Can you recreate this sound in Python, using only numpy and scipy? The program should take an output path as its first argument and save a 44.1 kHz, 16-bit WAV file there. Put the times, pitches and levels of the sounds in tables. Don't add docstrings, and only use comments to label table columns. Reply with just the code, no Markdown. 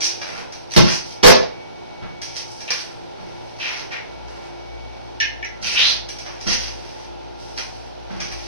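import sys
import numpy as np
from scipy import signal
from scipy.io import wavfile
from scipy.ndimage import uniform_filter1d

SR = 44100
rng = np.random.default_rng(int(sys.argv[2]) if len(sys.argv) > 2 else 0)


def transcribe(signal):
    frames = np.atleast_2d(signal).T
    limited = np.clip(frames, -1, 1)
    pcm = np.round(limited * 32767).astype(np.int16)
    wavfile.write(sys.argv[1], SR, pcm)


N = 373527
TIME = np.arange(N) / SR
MOTOR_HZ = 57.45


def snaps():
    # start, rise, hold and fall in seconds, crackle level in dB, flexing level in dB.
    breaks = [(.759, 0.0053, 0.014, 0.0027, -5, -20), (1.226, 0.0059, 0.051, 0.0056, -5.5, -20.5)]
    # pitch in Hz, level in dB, seconds to fade by 60 dB.
    sheet_notes = [(78, -16, 0.24), (131, 0, 0.034), (170.3, -5.5, 0.2), (240, -16.5, 0.089),
                   (356, -0.5, 0.068), (450, -8, .1), (619, -3.5, 0.13), (760, -13, 0.073)]
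    strip_notes = [(64.4, -6.5, 0.16), (235, -11.5, 0.05), (447, -12, 0.022), (522, 5, 0.046),
                   (649, 5, 0.037), (842, 3.5, 0.03), (1440, -2.5, 0.035), (1910, 3.5, 0.005)]
    # frequency in Hz, level in dB.
    tearing = [(60, -8), (300, -3.5), (900, 10.5), (2000, 5.5), (3500, 4), (5200, 6.5), (7500, 4),
               (15000, -4)]
    out = np.zeros(N)
    for (start, rise, hold, fall, crackle_db, flex_db), notes in zip(breaks, (sheet_notes, strip_notes)):
        force = swell(rise, hold, fall)
        crackle = unit(colour(grains(per_s=3100, spread_db=5.0), tearing))
        add(out, start, amp(crackle_db) * force * crackle)
        jerks = force * grains(per_s=770, spread_db=1.5)
        for hz, db, fade in notes:
            flex = signal.fftconvolve(jerks, ring([(hz, db, fade)]))
            add(out, start, amp(flex_db + db) * flex / np.std(flex[:SR // 10]))
    return out


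def foam(force, tilt, sizzle_db=-11):
    # frequency in Hz, level in dB.
    crackle_tone = [(60, -12.5), (300, -16), (700, -4), (1200, -2), (2200, 3), (3000, 0), (3700, -3.5),
                    (4600, 2), (5800, 5), (9000, 2), (15000, -16.5)]
    sizzle_tone = [(4000, -35.5), (7500, 4.5), (10500, 0.5), (15000, -10)]
    beads = grains(per_s=2500, spread_db=4.0, size=len(force))
    clumps = amp(3.5 * unit(uniform_filter1d(rng.standard_normal(len(beads)), size=180)))
    average_force = np.sqrt(np.mean(force ** 2))
    crackle = average_force * unit(colour(force * beads * clumps, crackle_tone, tilt))
    sizzle = unit(colour(beads * clumps, sizzle_tone))
    return crackle + amp(sizzle_db) * force ** 0.72 * sizzle


def catches(rise_s=0.0073, slide_db=-13.5):
    # start in seconds, level in dB, brightness in dB per octave.
    snags = [(0.0, -13, 4.5), (.208, -22.5, -1.5), (0.517, -27.5, 2.5), (.728, -19, 2), (2.213, -20, 4),
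             (2.598, -28, 2), (2.698, -13, -0.5), (6.08, -23, 3), (6.18, -26.5, 4), (6.252, -27.5, -4.5),
             (6.402, -26, 3), (8.197, -20, 0.5), (8.308, -26.5, 0)]
    bite = swell(rise_s, hold=0, fall=0.016)
    slide = amp(slide_db) * swell(rise_s, hold=0, fall=0.1)
    force = np.maximum(bite, slide)
    out = np.zeros(N)
    for start, db, tilt in snags:
        add(out, start, foam(amp(db) * force, tilt))
    return out


def rubs(rise_s=0.029, fall_s=0.023):
    # start in seconds, seconds at full speed, level in dB, brightness in dB per octave.
    pushes = [(0.0, 0.0087, -14.5, 6.5), (.235, 0.14, -35, -6), (0.689, .003, -26, 2.5),
              (.81, 0.093, -22, -2), (.877, 0.029, -20, 10), (1.019, 0.075, -36, 4.5),
              (2.338, 0.0025, -22, 4.5), (2.45, 0.3, -39.5, 11), (2.765, 0.015, -29.5, 2.5),
              (3.17, .38, -51, 2), (3.57, 0.21, -32, -2.5), (3.895, 0.0037, -32, -5), (4.25, 0.18, -46, -7),
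              (5.604, 0.11, -23, 3), (5.76, 0.11, -21.5, .5), (6.445, 0.051, -17.5, 0.5),
              (6.56, 0.086, -29, 1), (6.7, .33, -44, -0.5), (7.36, 0.36, -43, 6),
              (7.555, 0.0026, -22.5, -2), (7.66, 0.17, -49.5, 0), (8.075, 0.13, -44, -3),
              (8.35, .1, -37, 2)]
    out = np.zeros(N)
    for start, hold, db, tilt in pushes:
        add(out, start, foam(amp(db) * swell(rise_s, hold, fall_s), tilt))
    return out


def squeaks(slips_per_s=480, jitter=0.45, spread_db=2.0, width_hz=650):
    # start and length in seconds, level in dB, first and last pitch in Hz.
    glides = [(2.675, 0.031, -27.5, 2600, 2500), (3.595, 0.18, -27.5, 2750, 1950),
              (3.906, 0.092, -29, 2050, 2100), (5.635, 0.2, -28.5, 2660, 2510),
              (5.751, .19, -15, 2480, 5160), (7.573, .06, -43, 1950, 2100), (8.19, 0.032, -35, 2200, 2400)]
    decay = np.exp(-np.pi * width_hz / SR)
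    out = np.zeros(N)
    for start, length, db, first_hz, last_hz in glides:
        progress = np.linspace(0, 1, round(length * SR))
        hz = first_hz + (last_hz - first_hz) * progress
        unevenness, strength = rng.standard_normal((2, SR))[:, :len(progress)]
        pace = slips_per_s * np.exp(jitter * unit(uniform_filter1d(unevenness, size=90)))
        slip_count = np.floor(np.cumsum(pace) / SR)
        slips = np.diff(slip_count, prepend=0) * amp(spread_db * strength)
        spin = np.exp(2j * np.pi * np.cumsum(hz) / SR)
        edge = (spin * signal.lfilter([1 - decay], [1, -decay], slips / spin + 1e-18)).imag
        edge = signal.sosfilt(signal.butter(2, 1500, "high", fs=SR, output="sos"), edge)
        pressure = np.sin(np.pi * progress ** 0.46)
        add(out, start, amp(db) * pressure * unit(edge))
    return out


def clanks(clack_db=4, clack_s=0.007, away_db=-30):
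    # start in seconds, level in dB, favoured pitch in Hz, breadth as a factor to either side.
    contacts = [(5.2012, -14, 2450, 11), (5.208, -14, 2490, 20), (5.229, -15, 2280, 3.1),
                (5.427, -14.5, 2250, 1.77), (5.447, -3.5, 1990, 1.04)]
    # pitch in Hz, level in dB, seconds to fade by 60 dB.
    tool_notes = [(1650, 0.5, 0.066), (1757, -4, 0.096), (1805, 8.5, 0.029), (2056, -4.5, 0.043),
                  (2120, -1.5, 0.038), (2280, -6.5, 0.036), (2470, -19, .05), (2510, 1, 0.02),
                  (2870, 0, 0.027), (3013, -10.5, .14), (3270, -16, 0.043), (3670, -15, 0.047),
                  (5150, -6, 0.032), (5570, 7, 0.018), (6040, 6.5, 0.016)]
    cut_lows = signal.butter(3, 1500, "high", fs=SR, output="sos")
    out = np.zeros(N)
    for start, db, hz, breadth in contacts:
        metal = ring(tool_notes)
        metal /= np.std(metal[:SR // 50])
        clack = signal.sosfilt(cut_lows, rng.standard_normal(len(metal)))
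        metal += amp(clack_db) * clack * np.exp(-TIME[:len(metal)] / clack_s)
        favoured = [(hz / breadth, away_db), (hz, 0), (hz * breadth, away_db)]
        add(out, start, amp(db) * colour(metal, favoured))
    return out


def steps(rise_s=0.015):
    # start in seconds, level in dB, fall in seconds.
    bumps = [(2.01, -33, 0.034), (3.172, -40.5, 0.078), (5.601, -41.5, 0.26), (6.453, -25, 0.023),
             (8.089, -34.5, 0.077)]
    # frequency in Hz, level in dB.
    floor_tone = [(20, -10), (60, -3), (110, -10), (180, -2.5), (300, -16.5), (600, -15), (1500, -14),
                  (6000, -40)]
    out = np.zeros(N)
    for start, db, fall in bumps:
        thud = unit(colour(grains(per_s=780, spread_db=1.5), floor_tone))
        add(out, start, amp(db) * swell(rise_s, 0, fall) * thud)
    return out


def motor(waver_db=2.5, drift=0.00307, whine_multiple=39):
    # multiple of the shaft speed, level in dB.
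    hum = [(2, -58.5), (3, -66), (4, -64), (5, -64), (6, -53.5), (11, -79.5), (13, -55.5), (14, -54.5),
           (15, -53), (16, -56.5), (17, -60), (20, -90), (24, -59), (25, -67.5), (26, -77), (32, -86)]
    # time in seconds, level in dB.
    whine = [(0, -76), (1.65, -51), (2.3, -55), (3.1, -64.5), (4.15, -53), (5.3, -61), (6.2, -71),
             (8.47, -73)]
    whine_db = np.interp(TIME, *np.transpose(whine))
    drone_start_s, drone_rise_s = 4.0, 0.099
    throb_db, throb_peak_s, throb_period_s = 3.5, 4.15, 0.62
    drone_db = np.interp(TIME, [drone_start_s, drone_start_s + drone_rise_s], [-62, -46.5])
    throb = np.cos(2 * np.pi * (TIME - throb_peak_s) / throb_period_s)
    drone_db += throb_db * throb * (TIME > drone_start_s)
    turns = np.cumsum(MOTOR_HZ * (1 + drift * wander(hz=6))) / SR
    out = np.zeros((2, N))
    for multiple, db in [(1, drone_db), (whine_multiple, whine_db)] + hum:
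        angle = 2 * np.pi * (multiple * turns + rng.random())
        note = np.array([np.cos(angle), np.sin(angle)])
        out += 2 * amp(db + waver_db * wander(hz=12)) * note
    return out


def fan(level_db=-39.5, waver_db=0.58, flutter=0.17):
    # frequency in Hz, level in dB.
    air_tone = [(20, -25), (45, -9), (110, -8), (200, -15.5), (350, -8), (550, -7), (850, -3.5),
                (1150, -16.5), (1450, -15), (1800, -19), (2600, -18), (6000, -24.5), (9000, -21.5),
                (15000, -29)]
    chop = sum(np.cos(2 * np.pi * (k / 2 * MOTOR_HZ * TIME + rng.random())) for k in range(2, 9))
    air = np.array([unit(colour(noise, air_tone)) for noise in rng.standard_normal((2, N))])
    roar = signal.sosfilt(signal.butter(2, 1100, fs=SR, output="sos"), air)
    return amp(level_db + waver_db * wander(hz=3.7)) * (air + flutter * chop * roar)


def room(x, direct_db=-6, wall_db=-1.0, left_lag_s=0.0003, echoes_per_s=4000):
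    # frequency in Hz, seconds for the echoes to fade by 60 dB.
    fade_times = [(100, 0.41), (500, 0.43), (1500, 0.36), (4000, 0.37), (10000, 0.26)]
    shape = (2, SR // 2)
    echoes = rng.standard_normal(shape) * (rng.random(shape) < echoes_per_s / SR)
    hz, when, bands = signal.stft(echoes, SR, nperseg=256)
    fading = amp(-60 * when / read(fade_times, hz)[:, None])
    paths = signal.istft(bands * fading, SR, nperseg=256)[1]
    paths *= amp(wall_db) / np.linalg.norm(paths, axis=1, keepdims=True)
    paths[0, round(left_lag_s * SR)] += amp(direct_db - 0.5)
    paths[1, 0] += amp(direct_db)
    return signal.oaconvolve(x[None], paths, axes=1)[:, :N]


def grains(per_s, spread_db, size=32768):
    happens = rng.random(size) < per_s / SR
    height = np.minimum(rng.exponential(1, size), 4)
    sign = rng.choice([-1, 1], size)
    return unit(happens * sign * amp(spread_db * height))


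def swell(rise, hold, fall, size=32768):
    t = np.arange(size) / SR
    return np.minimum(t / rise, 1) ** 2 * np.exp(-np.maximum(t - rise - hold, 0) / fall)


def ring(notes, size=22050):
    t = np.arange(size) / SR
    return sum(rng.choice([-1, 1]) * amp(db - 60 * t / fade) * np.sin(2 * np.pi * hz * t)
               for hz, db, fade in notes)


def wander(hz, count=20):
    t = TIME[::256]
    rates = np.geomspace(hz / 20, hz, count)
    wobble = sum(np.sin(2 * np.pi * (rate * t + rng.random())) / np.sqrt(rate) for rate in rates)
    return np.interp(TIME, t, unit(wobble))


def colour(x, tone, tilt=0, size=4096):
    hz = abs(np.fft.fftfreq(size, 1 / SR))
    octaves = np.log2(np.clip(hz, 900, 6000) / 900)
    log_gain = np.log(amp(read(tone, hz) + tilt * octaves))
    response = np.exp(np.conj(signal.hilbert(log_gain)))
    taps = np.fft.ifft(response).real[:size // 2]
    return signal.oaconvolve(x, taps)[:len(x)]


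def read(table, hz):
    row_hz, value = np.transpose(table)
    return np.interp(np.log(hz + 1), np.log(row_hz + 1), value)


def amp(db):
    return 10 ** (np.asarray(db) / 20)


def unit(x):
    return x / np.sqrt(np.mean(x ** 2) + 1e-20)


def add(mix, start, sound):
    part = mix[max(round(start * SR), 0):][:len(sound)]
    part += sound[:len(part)]


def scene(work_db=2.0):
    work = sum(room(source()) for source in (catches, rubs, squeaks, snaps, clanks, steps))
    return amp(work_db) * work + motor() + fan()


def record(dry, ceiling=0.85, top_hz=15500):
    # frequency in Hz, gain in dB.
    mic_tone = [(20, -9), (6000, 1.5), (6450, -9.5), (6900, -17), (10500, -21.5), (12500, -34),
                (15500, -31)]
    side_lift = [(30, 22.5), (60, 10), (170, 17), (280, 11), (550, 10.5), (850, 2), (1300, -1),
                 (15000, 0.5)]
    left_lead = [(60, 1), (110, 0), (200, -1), (380, -3.5), (700, -2), (1290, -1), (2380, 0.5),
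                 (4390, -4.5), (8110, 0.5), (15000, 18)]
    left, right = (np.clip(colour(x, mic_tone), -ceiling, ceiling) for x in dry)
    mid = (left + right) / 2
    side = colour((left - right) / 2, side_lift)
    left = colour(mid + side, [(hz, db / 2) for hz, db in left_lead])
    right = colour(mid - side, [(hz, -db / 2) for hz, db in left_lead])
    pair = np.clip([left, right], -ceiling, ceiling)
    cut_highs = signal.firwin(511, top_hz, window=("kaiser", 9), fs=SR)
    return signal.oaconvolve(pair, cut_highs[None], "same")


dry = scene()
out = record(dry)
transcribe(out)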